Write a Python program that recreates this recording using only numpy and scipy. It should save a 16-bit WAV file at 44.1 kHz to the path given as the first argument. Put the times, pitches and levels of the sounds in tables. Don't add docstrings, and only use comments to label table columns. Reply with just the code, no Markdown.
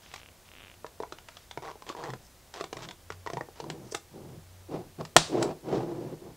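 import sys
import numpy as np
from scipy import signal
from scipy.fft import rfft, irfft, next_fast_len
from scipy.io import wavfile
from scipy.ndimage import map_coordinates

SR = 44100
rng = np.random.default_rng(int(sys.argv[2]) if len(sys.argv) > 2 else 0)


def dump(signal):
    limited = np.clip(np.atleast_2d(signal).T, -1, 1)
    pcm = np.round(limited * 32767).astype(np.int16)
    wavfile.write(sys.argv[1], SR, pcm)


N = 280828
SNAP_S, CONTACT_S = 5.1648, 0.01
USUAL_FORCE_DB = -44

# f/Hz, level/dB, t60/s
THUMP_MODES = [(151.5, -19.5, 0.11), (348, -7.5, 0.034), (419, -0.5, 0.042), (500, -19.5, 0.017)]


def amp(db):
    return 10 ** (np.asarray(db) / 20)


def unit(x):
    return x / np.sqrt(np.mean(x ** 2) + 1e-20)


def along(points, hz):
    f, v = np.transpose(points)
    return np.interp(np.log(hz + 1), np.log(f), v)


def fade(t, t60):
    return np.exp(-np.log(1000) * t / t60)


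def wobble(rate):
    knots = rng.standard_normal(int(N * rate / SR) + 4)
    return map_coordinates(knots, [np.arange(N) * rate / SR])


def swells(rows):
    t = np.arange(N) / SR
    return sum(amp(db) * np.exp(-((t - s) / half) ** 2) for s, half, db in rows)


def colour(x, spectrum):
    m = 2 ** 14
    gain = unit(amp(along(spectrum, np.fft.rfftfreq(m, 1 / SR))))
    cepstrum = irfft(np.log(gain), m)
    cepstrum[1:m // 2] *= 2
    cepstrum[m // 2 + 1:] = 0
    response = irfft(np.exp(rfft(cepstrum)), m)[:m // 2]
    return signal.fftconvolve(x, response)[:len(x)]


def noise(spectrum):
    return unit(colour(rng.standard_normal(N), spectrum))


def bass_cut(x, corner_hz):
    return signal.sosfilt(signal.butter(3, corner_hz, "high", fs=SR, output="sos"), x)


def add(track, s, sound):
    part = track[max(round(s * SR), 0):][:len(sound)]
    part += sound[:len(part)]


def ring(modes, t, scatter_db, detune, attack_s):
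    hz, db, t60 = np.transpose(modes)[:, :, None]
    size, shift = rng.standard_normal((2, len(modes), 1))
    tones = np.sin(2 * np.pi * hz * (1 + detune * shift) * t)
    partials = amp(db + scatter_db * size) * tones * fade(t, t60)
    return partials.sum(0) * (1 - np.exp(-t / attack_s))


def room_tone():
    # f/Hz, level/dB
    hiss_spectrum = [(12, -70.5), (20, 2), (76, 0), (185, -5.5), (314, -11.5), (361, -7), (427, -11),
                     (563, -8.5), (724, -10.5), (1230, -14.5), (2600, -17.5), (6340, -18.5), (15400, -23.5)]
    # t/s, half length/s, level/dB
    hum_swells = [(3.19, 0.11, -51.5), (4.55, 0.43, -57)]
    t = np.arange(N) / SR
    hum_hz = 89.5 + 1.43 * wobble(8.9)
    hum_level = (amp(-67) + swells(hum_swells)) * amp(1.8 * wobble(6.14))
    hum = hum_level * np.sin(2 * np.pi * np.cumsum(hum_hz) / SR)
    mains = amp(-70.5) * np.sin(2 * np.pi * 60 * t)
    return amp(-57) * noise(hiss_spectrum) + np.sqrt(2) * (hum + mains)


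def slip_levels(force_db, depth_db, crispness_db):
    firm_db = force_db - USUAL_FORCE_DB
    thump_db = -47.5 + 1.58 * firm_db + depth_db
    crack_db = -53 + 0.38 * firm_db + crispness_db
    return np.array([thump_db, force_db, crack_db])


def grip_slips():
    # t/s, force/dB, extra depth/dB, extra crispness/dB
    knocks = [(0.8449, -39, 3.5, -17), (1.0017, -38, 10.5, -4), (1.0247, -55.5, 29, 4.5),
              (1.034, -34.5, -20, -10), (1.1228, -41.5, 5.5, 6), (1.574, -36, 3.5, -0.5),
              (1.7552, -50.5, 13, -14), (1.8217, -45.5, 2, -1), (1.899, -37, 2.5, -9), (1.9494, -41, 2, -7),
              (2.0376, -40.5, 4, 5.5), (2.1355, -41, 6, 3), (2.609, -35, 4.5, 7), (2.6403, -40, 4, 8.5),
              (2.728, -39.5, 8, 8.5), (2.7685, -42, 3, 7), (3.1027, -37, 2, 2.5), (3.2628, -36.5, -1, -1),
              (3.272, -34.5, -4, 1), (3.3005, -38.5, 4, 2.5), (3.3334, -37, 4.5, 6), (3.37, -33, -2, -0.5),
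              (3.3803, -37.5, -11, -18), (3.409, -35, 1.5, -5), (3.4862, -50.5, 15, -30),
              (3.6007, -39, 6, 6.5), (3.6408, -43, -8, -5), (3.7002, -40.5, 8, 11), (3.9224, -47, 19.5, -1),
              (3.9445, -40, 3, 0), (3.9472, -33, -2.5, 14.5), (4.9869, -54, 12.5, -12),
              (5.01, -37.5, -1, -2.5), (5.4259, -39.5, 4, 18)]
    # t/s, level/dB, fold f/Hz
    crinkles = [(0.1386, -32, 2560), (0.16, -37.5, 2340), (0.8644, -41.5, 1690), (1.1853, -42, 2970),
                (1.2856, -37, 2640), (1.3688, -39, 3380), (1.511, -34.5, 3500), (1.8905, -31.5, 3470),
                (2.1023, -37, 1900), (2.5393, -35, 5130), (2.8875, -36, 3400), (2.9096, -35.5, 3300),
                (3.1213, -39.5, 1830), (5.0507, -35, 1890)]
    # start/s, end/s, force/dB, extra depth/dB, extra crispness/dB
    creaks = [(0.02, 0.205, -67, 0, 2.5), (0.449, 0.485, -70, 21.5, -0.5), (1.299, 1.444, -70.5, 0, -0.5),
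              (1.621, 1.715, -41.5, 1, -2), (1.866, 1.927, -48, 10.5, 3), (1.965, 2.098, -42, 5.5, -2.5),
              (2.547, 2.605, -46, 6.5, 4), (2.785, 2.823, -49.5, -1, 0.5), (2.822, 2.854, -48.5, -5.5, 8),
              (3.557, 3.6, -57.5, 14, -3), (3.867, 3.943, -62, 9, -7)]
    shell_fold_gain, wrap_fold_gain = 0.31, 0.8
    any_fold_hz = lambda: 4594 * np.exp(0.32 * rng.standard_normal())
    slips = [(s, *slip_levels(*grip), any_fold_hz(), shell_fold_gain) for s, *grip in knocks]
    for s, db, fold_hz in crinkles:
        thump_db, clack_db, _ = slip_levels(db - 12.5, depth_db=-1.5, crispness_db=0)
        slips.append((s, thump_db, clack_db, db - 10.5, fold_hz, wrap_fold_gain))
    for start, end, force_db, *tone in creaks:
        rate = 165 * 2 ** ((USUAL_FORCE_DB - force_db) / 20)
        spread_db = 10 * np.log10(rate * CONTACT_S)
        levels = slip_levels(force_db, *tone) - spread_db - 1.5
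        even_s = np.arange(start, end, 1 / rate)
        jitter_s = 0.1 / rate * rng.standard_normal(256)[:len(even_s)]
        for s in even_s + jitter_s:
            uneven_db = rng.normal(0, 1.4) + rng.normal(0, 1.2, 3)
            slips.append((s, *(levels + uneven_db), any_fold_hz(), shell_fold_gain))
    return slips


def plastic():
    # f/Hz, level/dB, t60/s
    clack_modes = [(718, -13, 0.08), (857, 3.5, 0.0088), (998, -1, 0.026), (1258, 2.5, 0.0063),
                   (1842, -9.5, 0.018), (2194, -28.5, 0.027)]
    # f/Hz, level/dB
    surface_spectrum = [(300, -53), (1200, 9.5), (2000, 6), (3500, 6), (4600, 4), (6000, 3), (8000, -5),
                        (10000, -29.5), (15000, -24.5)]
    # f/Hz, level/dB
    edge_spectrum = [(3000, -10), (6000, 4), (7500, 6), (10500, -9), (12500, -24), (15500, -17)]
    t = np.arange(SR // 20) / SR
    contact = lambda x: x * np.sqrt(CONTACT_S * SR / np.sum(x ** 2))
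    shell, surface, edge = np.zeros((3, N))
    for s, thump_db, clack_db, crack_db, fold_hz, fold_gain in grip_slips():
        thump = contact(ring(THUMP_MODES, t, scatter_db=-5, detune=0.057, attack_s=0.00062))
        clack = contact(ring(clack_modes, t, scatter_db=6, detune=0.08, attack_s=0.00082))
        add(shell, s + 0.0004, amp(thump_db - 5.5) * thump - amp(clack_db - 1) * clack)
        t60 = np.clip(0.0128 * amp(0.7 * (crack_db + 57)), 0.005, 0.024)
        burst = rng.standard_normal(len(t)) * (fade(t, t60) + amp(-20.5) * fade(t, 0.049))
        fold = np.sin(2 * np.pi * fold_hz * t) * fade(t, 0.011)
        crack = contact((burst + fold_gain * fold) * (1 - np.exp(-t / 0.00052)))
        add(surface, s, amp(crack_db + 1.1) * crack)
        add(edge, s, amp(2 * crack_db + 31) * crack)
    return shell + colour(surface, surface_spectrum) + colour(edge, edge_spectrum)


def ticking():
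    # start/s, end/s, mid-run rate/Hz, level/dB
    runs = [(0.062, .33, 58, -37.5), (.485, 0.754, 115, -38)]
    # f/Hz, level/dB
    tick_spectrum = [(300, -3), (1200, -6), (2000, -3.5), (2800, 1.5), (3700, -7.5), (4500, -22),
                     (9000, -36)]
    end_speed = 0.25
    pulses = np.zeros(N)
    for start, end, rate, db in runs:
        t = np.arange(start, end, 1 / SR)
        speed = end_speed + (1 - end_speed) * np.sin(np.pi * (t - start) / (end - start)) ** 2
        count = np.floor(np.cumsum(rate * speed) / SR)
        for s in t[np.diff(count, prepend=-1) > 0]:
            add(pulses, s + rng.normal(0, 0.002), amp([db + 10.5 + rng.normal(0, 1)]))
    return colour(pulses, tick_spectrum)


def glove_rubbing():
    # start/s, rise/s, drag/s, rub level/dB, sag over the drag/dB, boom level/dB
    strokes = [(2.08, 0.014, 0.056, -50, 1, -51.5), (2.745, 0.016, 0.15, -49, 5, -58.5),
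               (3.325, 0.015, 0.057, -47, 11, -51.5), (3.61, 0.031, 0.22, -43.5, 6, -53),
               (4.09, .07, .23, -47, 9, -55.5), (4.676, 0.068, .13, -31.5, 26, -49.5),
               (4.975, 0.037, 0.032, -32, 30, -40.5), (5.269, 0.089, 0.15, -26, 5, -45),
               (5.621, 0.13, 0.082, -25.5, 8.5, -41.5), (5.83, 0.059, 0.25, -37.5, 6.5, -49),
               (6.19, 0.031, 0.091, -48.5, 0, -59)]
    # f/Hz, level/dB
    boom_spectrum = [(60, -57), (105, -13), (130, 6), (155, 5), (190, -1), (220, -5.5), (320, -59)]
    # f/Hz, level/dB
    rub_spectrum = [(130, -23.5), (230, -7), (290, -1), (342, 4.5), (410, -0.5), (580, -8), (770, -9.5),
                    (1000, -16.5), (1500, -27), (2800, -34), (5000, -36.5), (8000, -46.5), (12000, -74)]
    boom, rub = np.zeros((2, N))
    t = np.arange(SR // 2) / SR
    for start, rise_s, drag_s, rub_db, sag_db, boom_db in strokes:
        release = fade(np.maximum(t - rise_s - drag_s, 0), t60=0.14)
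        touch = np.clip(t / rise_s, 0, 1) ** 1.4 * release
        sagged_db = sag_db * np.clip((t - rise_s) / drag_s, 0, 1)
        add(rub, start, touch * amp(rub_db - sagged_db))
        add(boom, start, touch * amp(boom_db - 0.475 * sagged_db))
    catches = amp(2.1 * wobble(220))
    drag = lambda spectrum: unit(colour(catches * rng.standard_normal(N), spectrum))
    return amp(7.5) * boom * drag(boom_spectrum) + rub * drag(rub_spectrum)


def wrap_sliding():
    # t/s, half length/s, level/dB
    slides = [(2.25, .035, -62), (3.922, 0.0067, -40.5), (3.905, 0.077, -63), (3.967, 0.013, -53),
              (5.423, 0.024, -52.5), (6.8, .045, -59.5)]
    # f/Hz, level/dB
    scrape_spectrum = [(1500, -57), (3500, -29), (4700, -2.5), (6100, 3), (7000, -6), (8000, -2.5),
                       (11000, -24)]
    grain = amp(3.7 * wobble(400))
    return swells(slides) * unit(grain * noise(scrape_spectrum))


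def shell_snap():
    # f/Hz, level/dB, t60/s
    modes = [(160, -18.5, 0.16), (344, -11.5, 0.048), (572, -16.5, 0.018), (725, -1.5, 0.021),
             (811, -3.5, 0.022), (1140, -12, 0.015), (1310, -1.5, 0.015), (1820, -9.5, .028),
             (2920, -14, 0.017), (3350, -18, 0.068), (3590, -20, 0.046), (4430, -24, 0.054)]
    # f/Hz, level/dB
    crack_spectrum = [(200, -27), (700, 7.5), (1400, 1), (2300, -2), (3400, 5), (4600, -2), (6000, -4.5),
                      (8300, -0.5), (9300, -17), (10400, -15.5), (11300, -29.5), (13000, -18), (15500, -39)]
    t = np.arange(SR // 3) / SR
    burst = lambda t60: rng.standard_normal(len(t)) * fade(t, t60)
    track = np.zeros(N)
    add(track, SNAP_S - 0.005, amp(-22) * ring(THUMP_MODES, t, scatter_db=0, detune=0, attack_s=0.00055))
    add(track, SNAP_S, amp(-3) * ring(modes, t, scatter_db=0.5, detune=0, attack_s=0.00025))
    add(track, SNAP_S, amp(-2.5) * colour(burst(0.022), crack_spectrum) + amp(-23) * burst(0.0057))
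    lingering = [(hz, db, 4.5 * t60) for hz, db, t60 in modes[1:]]
    add(track, SNAP_S, amp(-32) * ring(lingering, t, scatter_db=-0.5, detune=0, attack_s=0.002))
    add(track, SNAP_S + 0.0017, amp(-11) * colour(burst(0.032), crack_spectrum))
    return track


def snap_wash():
    # f/Hz, level/dB
    wash_spectrum = [(250, 0), (800, 1.5), (2200, -4), (4000, 3.5), (6500, -3), (8500, -6), (10300, -16.5),
                     (12000, -33)]
    t = np.arange(SR // 2) / SR
    track = np.zeros(N)
    wash = rng.standard_normal(len(t)) * fade(t, 0.36) * (1 - np.exp(-t / 0.0026))
    add(track, SNAP_S + 0.0049, amp(-25.5) * colour(wash, wash_spectrum))
    return track


def room_tail(x):
    # f/Hz, t60/s
    decay_times = [(150, 0.38), (1000, 0.19), (4000, 0.15), (8000, 0.18), (13000, 0.098)]
    # f/Hz, level/dB
    walls = [(300, -6.5), (1200, -7.0), (3500, -2.5), (5500, -4.5), (8000, -1.5), (13000, 0.5)]
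    hz, t, bands = signal.stft(rng.standard_normal(SR // 2), SR, nperseg=256)
    bands = bands * amp(along(walls, hz))[:, None] * fade(t, along(decay_times, hz)[:, None])
    tail = signal.istft(bands, SR, nperseg=256)[1]
    tail = np.pad(tail / np.linalg.norm(tail), (SR // 200, 0))
    return signal.fftconvolve(x, tail)[:N]


def scene():
    snap = bass_cut(shell_snap(), corner_hz=120)
    ambience = snap_wash() + room_tone()
    side_hiss = amp(-79) * rng.standard_normal(N)
    side_rumble = amp(-73.5) * noise([(25, -3.5), (100, -11.0), (1000, -27.0)])
    side = side_hiss + side_rumble
    handling = glove_rubbing() + wrap_sliding() + ticking() + bass_cut(plastic(), corner_hz=114.4)
    reverb = amp(-9) * room_tail(handling + amp(-7) * snap)
    mid = handling + snap + reverb + ambience
    return np.array([mid + side, mid - side])


def record(dry):
    distortion = np.clip(dry, -1, 1) - dry
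    overloaded = dry + bass_cut(distortion, corner_hz=130)
    m = next_fast_len(N + SR // 2)
    passband = np.fft.rfftfreq(m, 1 / SR) < 15750
    return irfft(rfft(overloaded, m) * passband, m)[:, :N]


dry = scene()
out = record(dry)
dump(out)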